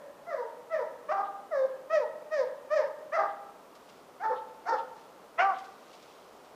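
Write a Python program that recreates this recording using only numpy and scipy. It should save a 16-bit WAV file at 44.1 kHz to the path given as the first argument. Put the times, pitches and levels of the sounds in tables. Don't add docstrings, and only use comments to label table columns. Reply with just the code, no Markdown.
import sys
import numpy as np
from scipy import signal
from scipy.fft import rfft, irfft, next_fast_len
from scipy.io import wavfile

SR = 44100
rng = np.random.default_rng(int(sys.argv[2]) if len(sys.argv) > 2 else 0)


def put_to_file(sound):
    columns = np.atleast_2d(sound).T
    safe = np.clip(columns, -1, 1)
    whole_steps = np.round(safe * 32767)
    wavfile.write(sys.argv[1], SR, whole_steps.astype(np.int16))


N = 288855
T = np.arange(N) / SR

# frequency_hz, level_db
AIR_COLOUR = [(12, -57.5), (20, -22), (118, -14.5), (169, -6), (217, -4.5), (278, -2.5), (367, -3),
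              (398, 2), (587, 2), (674, 0.5), (1210, -3.5), (1780, -14.5), (2930, -19), (4200, -23),
              (15000, -29)]
# pitch_hz, width_hz, level_db
FADING_RINGS = [(577.8, 66.5, -46.5), (1004.4, 46, -58), (1745, 230, -61.5)]
# frequency_hz, level_db
LEAF_COLOUR = [(1000, -31.5), (2000, 1), (3200, 2), (5500, -1.5), (7500, -9), (10000, -17), (15000, -45.5)]
# middle_s, half_length_s, level_db
BRUSH_PUSHES = [(3.913, 0.11, -72.5), (5.009, 0.065, -70.5), (5.635, 0.104, -71.5), (6.008, 0.243, -67)]
# time_s, level_db
DRY_CRACKLES = [(3.754, -50.5), (3.892, -51.5), (4.787, -52), (4.966, -66.5), (5.5252, -58),
                (5.5866, -45.5), (5.644, -50), (5.931, -50.5), (6.028, -56), (6.4494, -61.5)]
# frequency_hz, level_db
THROAT_COLOUR = [(300, -40.5), (410, -13.5), (600, 5), (800, 1.5), (1000, -1.5), (1250, -3), (1550, -10),
                 (1980, -14), (2250, -22), (3100, -35), (3900, -33), (4900, -24.5), (5700, -28),
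                 (8500, -50.5)]
# start_s, length_s, pitch_hz, level_db
FOLD_TONES = [(3.166, 0.0384, 657.3, -27.5), (3.228, 0.04, 657.5, -39.5), (4.293, 0.049, 517, -31),
              (4.715, 0.047, 522.6, -29.5)]
# start_s, length_s, crest_s, width_s, crest_hz, sink_hz, level_db,
# swell_s, half_shut_s, second_db, upper_db, edge_db, rasp_db (four boosts, see throat), echo_db
CLEAR_YELPS = [ (0.255, 0.195, 0.028, 0.052, 687.3, 437.3, -35, 0.0406, 0.138, 3.5, 5.5, -12, -7.5, 8.5),
               (0.693, 0.148, 0.022, 0.07625, 665.4, 361.4, -32, 0.0258, 0.1031, 4, 7.5, -3, -8, 7),
               (1.503, 0.1826, 0.00198, 0.02792, 710.1, 518.9, -28, 0.0251, 0.114, -3.5, 1, -22, -11, 4),
               (1.892, 0.162, 0.042, 0.078, 650.1, 354.5, -28, 0.0184, 0.106, 3.5, 6, 3.5, -4, 2),
               (2.304, 0.15, 0.026, 0.115, 623.2, 303.1, -27, 0.0221, 0.1003, -2.5, 6.5, -2, -2.5, 2),
               (2.692, 0.148, 0.05, 0.086, 625.9, 290.3, -27.5, 0.0262, 0.1388, 1, 4, -1, -3.5, 4), ]
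# start_s, length_s, break_s, clear_hz, hoarse_hz, final_hz, level_db, swell_s,
# tire_db_per_s, rough_before, rough_after, half_pitch_share (these three 0-1),
# second_db, upper_db, muffle_db, edge_db, rasp_db, echo_db
HOARSE_BARKS = [ (1.078, 0.1647, 0.0387, 642.9, 779.9, 840.3, -32, 0.0155, 13.5, 0.158, 0.443, 0.79, 2.98, 2.4, 13.2, 4, -5, 2),
                (3.116, 0.165, 0.062, 670.6, 814.9, 810, -25.5, 0.0151, 91, 0.111, 0.538, 0.854, 3.53, 10.84, 14.8, -0.5, -3, 4),
                (4.193, 0.165, 0.042, 791.7, 891.2, 902.8, -29, 0.0377, 5, 0.2, 0.387, 0.507, 1.42, 3.9, 11.2, -4.5, -7, 0.5),
                (4.653, 0.12, 0.028, 795.3, 905.9, 824, -23.5, 0.03065, 53.5, 0.412, 0.377, 0.538, 3.6, 2.27, 8.4, -1.5, 3.5, 3),
                (5.376, 0.168, 0.047, 740.2, 791.2, 684.6, -20, 0.02023, 77.5, 0.361, 0.198, 0.731, 4.88, 13.65, 25.7, 9.5, -5.5, -1),
                ]

SWELL_DB = 20
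PRESSED_DB, PRESSED_S = 2.5, 0.0152


def undb(db):
    return 10 ** (np.asarray(db) / 20)


def unit(x):
    return x / np.sqrt(np.mean(np.abs(x) ** 2))


def spectrum_db(hz, points):
    points_hz, db = np.transpose(points)
    return np.interp(np.log(np.maximum(hz, 1)), np.log(points_hz), db)


def colour(x, points):
    gain = undb(spectrum_db(np.fft.rfftfreq(len(x), 1 / SR), points))
    return unit(irfft(rfft(x) * gain, len(x)))


def lowpass(x, hz, order):
    return signal.sosfilt(signal.butter(order, hz, fs=SR, output="sos"), x)


def flutter(n, hz):
    size = next_fast_len(n)
    white = rng.standard_normal((size, 2)) @ np.array([1, 1j])
    rolloff = np.sqrt(1 + (np.fft.fftfreq(size, 1 / SR) / hz) ** 4)
    return unit(np.fft.ifft(white / rolloff))[:n]


def noise_band(t, hz, spread_hz):
    return unit(np.real(flutter(len(t), spread_hz) * np.exp(2j * np.pi * hz * t)))


def echo_shape(t, build_s, fade_s):
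    return np.minimum(t / build_s, 1) * np.exp(-np.log(1000) * t / fade_s)


def place(sounds):
    out = np.zeros(N)
    for start_s, sound in sounds:
        i = max(int(start_s * SR), 0)
        out[i:i + len(sound)] += sound[:N - i]
    return out


def air(level_db=-53.72):
    return colour(rng.standard_normal(N), AIR_COLOUR) * undb(level_db)


def lingering_yelp(fall_db_per_s=55):
    ring = sum(undb(db) * noise_band(T, hz, width_hz / 2) for hz, width_hz, db in FADING_RINGS)
    return ring * undb(-fall_db_per_s * T)


def undergrowth(cracks_per_s=9000, burst_s=0.0137):
    sizes = undb(2 * np.minimum(rng.exponential(size=N), 5))
    cracks = colour(rng.standard_normal(N) * sizes * (rng.random(N) < cracks_per_s / SR), LEAF_COLOUR)
    burst = np.exp(-T[:SR // 8] / burst_s)
    bursts = place((time_s - .002, undb(db - 9) * burst) for time_s, db in DRY_CRACKLES)
    rustle = undb(-78 + 1.19 * T)
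    pushes = sum(undb(db - 1) * np.exp(-((T - middle_s) / half_s) ** 2)
                 for middle_s, half_s, db in BRUSH_PUSHES)
    return cracks * (rustle + pushes + bursts)


def deep_wood(sound):
    t = T[:3 * SR // 2]
    tail = unit(rng.standard_normal(len(t)) * echo_shape(t, build_s=0.0572, fade_s=0.918))
    response = undb(-13) * lowpass(tail, hz=2000, order=4) / np.sqrt(len(t))
    return signal.fftconvolve(sound, response)[:N]


def trunks(start_s, sound, echo_db=0, echoes_per_s=900):
    t = T[:SR // 2]
    hits = rng.standard_normal(len(t)) * (rng.random(len(t)) < echoes_per_s / SR)
    spray = lowpass(unit(hits * echo_shape(t, build_s=0.0147, fade_s=0.3735)), hz=4200, order=1)
    response = undb(echo_db - 6) * spray / np.sqrt(len(t))
    response[0] += 1
    return start_s, signal.fftconvolve(sound, response)


def jaw_hiss(call_end_s, level_db, lead_s=0.023, length_s=0.08):
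    t = T[:int(length_s * SR)]
    hiss = noise_band(t, hz=3304, spread_hz=600)
    return call_end_s - lead_s, undb(level_db) * signal.windows.hann(len(t)) * hiss


def second_tone(start_s, length_s, pitch_hz, level_db, waver=0.0545):
    n = int(length_s * SR)
    phase = 2 * np.pi * np.cumsum(pitch_hz * (1 + waver * flutter(n, hz=54).real)) / SR
    return start_s, np.sqrt(2) * undb(level_db) * signal.windows.tukey(n, .7) * np.sin(phase)


def throat(hz, second_db, upper_db, edge_db, rasp_db):
    second = second_db * np.interp(hz, [850, 1100, 1350, 1700], [0, 1, 1, 0])
    upper = upper_db * np.interp(hz, [1350, 1700, 2100, 3600], [0, 1, 1, .3])
    shrill_edge = edge_db * np.interp(hz, [2000, 2450, 3100, 3500], [0, 1, 1, 0])
    rasp = rasp_db * np.interp(hz, [3100, 4500], [0, 1])
    db = spectrum_db(hz, THROAT_COLOUR) + second + upper + shrill_edge + rasp
    return undb(db) / np.sqrt(1 + (hz / 8500) ** 12)


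def closing(t, half_shut_s):
    return 1 - 1 / (1 + (t / half_shut_s) ** 4)


def arch(t, crest_s, width_s, crest_hz, sink_hz):
    return sink_hz + (crest_hz - sink_hz) / (1 + ((t - crest_s) / width_s) ** 2)


def voice(t, hz, shut, db, second_db, upper_db, edge_db, rasp_db, half_pitch_share, rough,
          attack_s=0.01544, release_s=0.0235):
    n = len(t)
    release = np.minimum((t[-1] - t) / release_s, 1)
    hz = hz * (1 + (0.0043 + 0.0374 * rough) * unit(flutter(n, hz=110).real))
    hz = hz * (1 + 0.00856 * unit(flutter(n, hz=25).real))
    hz = hz * (1 - 0.0616 * (1 - release))
    db = db + 1.94 * unit(flutter(n, hz=20).real)
    edge_db = edge_db - 10.5 * shut
    rasp_db = rasp_db - 7 * shut - 12.5 * np.exp(-t / PRESSED_S)
    phase = 2 * np.pi * np.cumsum(hz) / SR
    tones = 0
    for k in range(1, 34):
        tone_hz = hz * k / 2
        strength = half_pitch_share if k % 2 else 1
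        smear = rough + 0.091 * np.clip(np.log(k / 2), 0, 2)
        tone = np.real((strength + smear * flutter(n, hz=140)) * np.exp(1j * phase * k / 2))
        slide = 1 + 0.0665 * (shut - .5) * np.clip(tone_hz / 1640 - 1, 0, 1)
        tones = tones + throat(slide * tone_hz, second_db, upper_db, edge_db, rasp_db) * tone
    fade = np.minimum(t / attack_s, release)
    return np.sqrt(2) * tones * fade * undb(db - 2)


def yelp(start_s, length_s, crest_s, width_s, crest_hz, sink_hz, level_db, swell_s, half_shut_s,
         second_db, upper_db, edge_db, rasp_db, echo_db):
    t = T[:int(length_s * SR)]
    shut = closing(t, half_shut_s)
    early_shut = closing(t, 0.567 * half_shut_s)
    pressed_db = PRESSED_DB * np.exp(-t / PRESSED_S)
    call = voice(t, arch(t, crest_s, width_s, crest_hz, sink_hz), shut,
                 db=level_db - SWELL_DB * np.exp(-t / swell_s),
                 second_db=second_db + pressed_db - 22 * early_shut,
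                 upper_db=upper_db + pressed_db - 32.5 * shut,
                 edge_db=edge_db, rasp_db=rasp_db, half_pitch_share=0.0167, rough=0.0163)
    return [trunks(start_s, call, echo_db), trunks(*jaw_hiss(start_s + length_s, level_db - 44.5))]


def bark(start_s, length_s, break_s, clear_hz, hoarse_hz, final_hz, level_db, swell_s, tire_db_per_s,
         rough_before, rough_after, half_pitch_share, second_db, upper_db, muffle_db, edge_db, rasp_db,
         echo_db, jump_s=0.00282):
    t = T[:int(length_s * SR)]
    shut = closing(t, half_shut_s=0.38 * length_s)
    pressed_db = PRESSED_DB * np.exp(-t / PRESSED_S)
    broken = .5 + .5 * np.tanh((t - break_s) / jump_s)
    clear = arch(t, crest_s=0.036, width_s=0.04, crest_hz=clear_hz, sink_hz=0.6 * clear_hz)
    hoarse = hoarse_hz + (final_hz - hoarse_hz) * (t / length_s) ** 4
    call = voice(t, clear + (hoarse - clear) * broken, shut,
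                 db=level_db - SWELL_DB * np.exp(-t / swell_s) - tire_db_per_s * t,
                 second_db=second_db + pressed_db,
                 upper_db=upper_db + pressed_db - muffle_db * shut,
                 edge_db=edge_db, rasp_db=rasp_db, half_pitch_share=half_pitch_share * broken,
                 rough=rough_before + (rough_after - rough_before) * broken)
    hiss_db = level_db - tire_db_per_s * length_s / 2 - 31
    return [trunks(start_s, call, echo_db), trunks(*jaw_hiss(start_s + length_s, hiss_db))]


def scene(mouth_hz=290, approach_db_per_s=1.15):
    yelps = sum(place(yelp(*row)) for row in CLEAR_YELPS)
    barks = sum(place(bark(*row)) for row in HOARSE_BARKS)
    tones = place(trunks(*second_tone(*row)) for row in FOLD_TONES)
    bass_cut = signal.butter(4, mouth_hz, "high", fs=SR, output="sos")
    hound = signal.sosfilt(bass_cut, yelps + barks + tones)
    far_share = undb(approach_db_per_s * (T.mean() - T))
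    return (hound + deep_wood(hound * far_share) + lingering_yelp() + undergrowth() + air())[None]


def record(dry, top_hz=15350):
    return signal.sosfilt(signal.ellip(10, .2, 70, top_hz, fs=SR, output="sos"), dry)


dry = scene()
out = record(dry)
put_to_file(out)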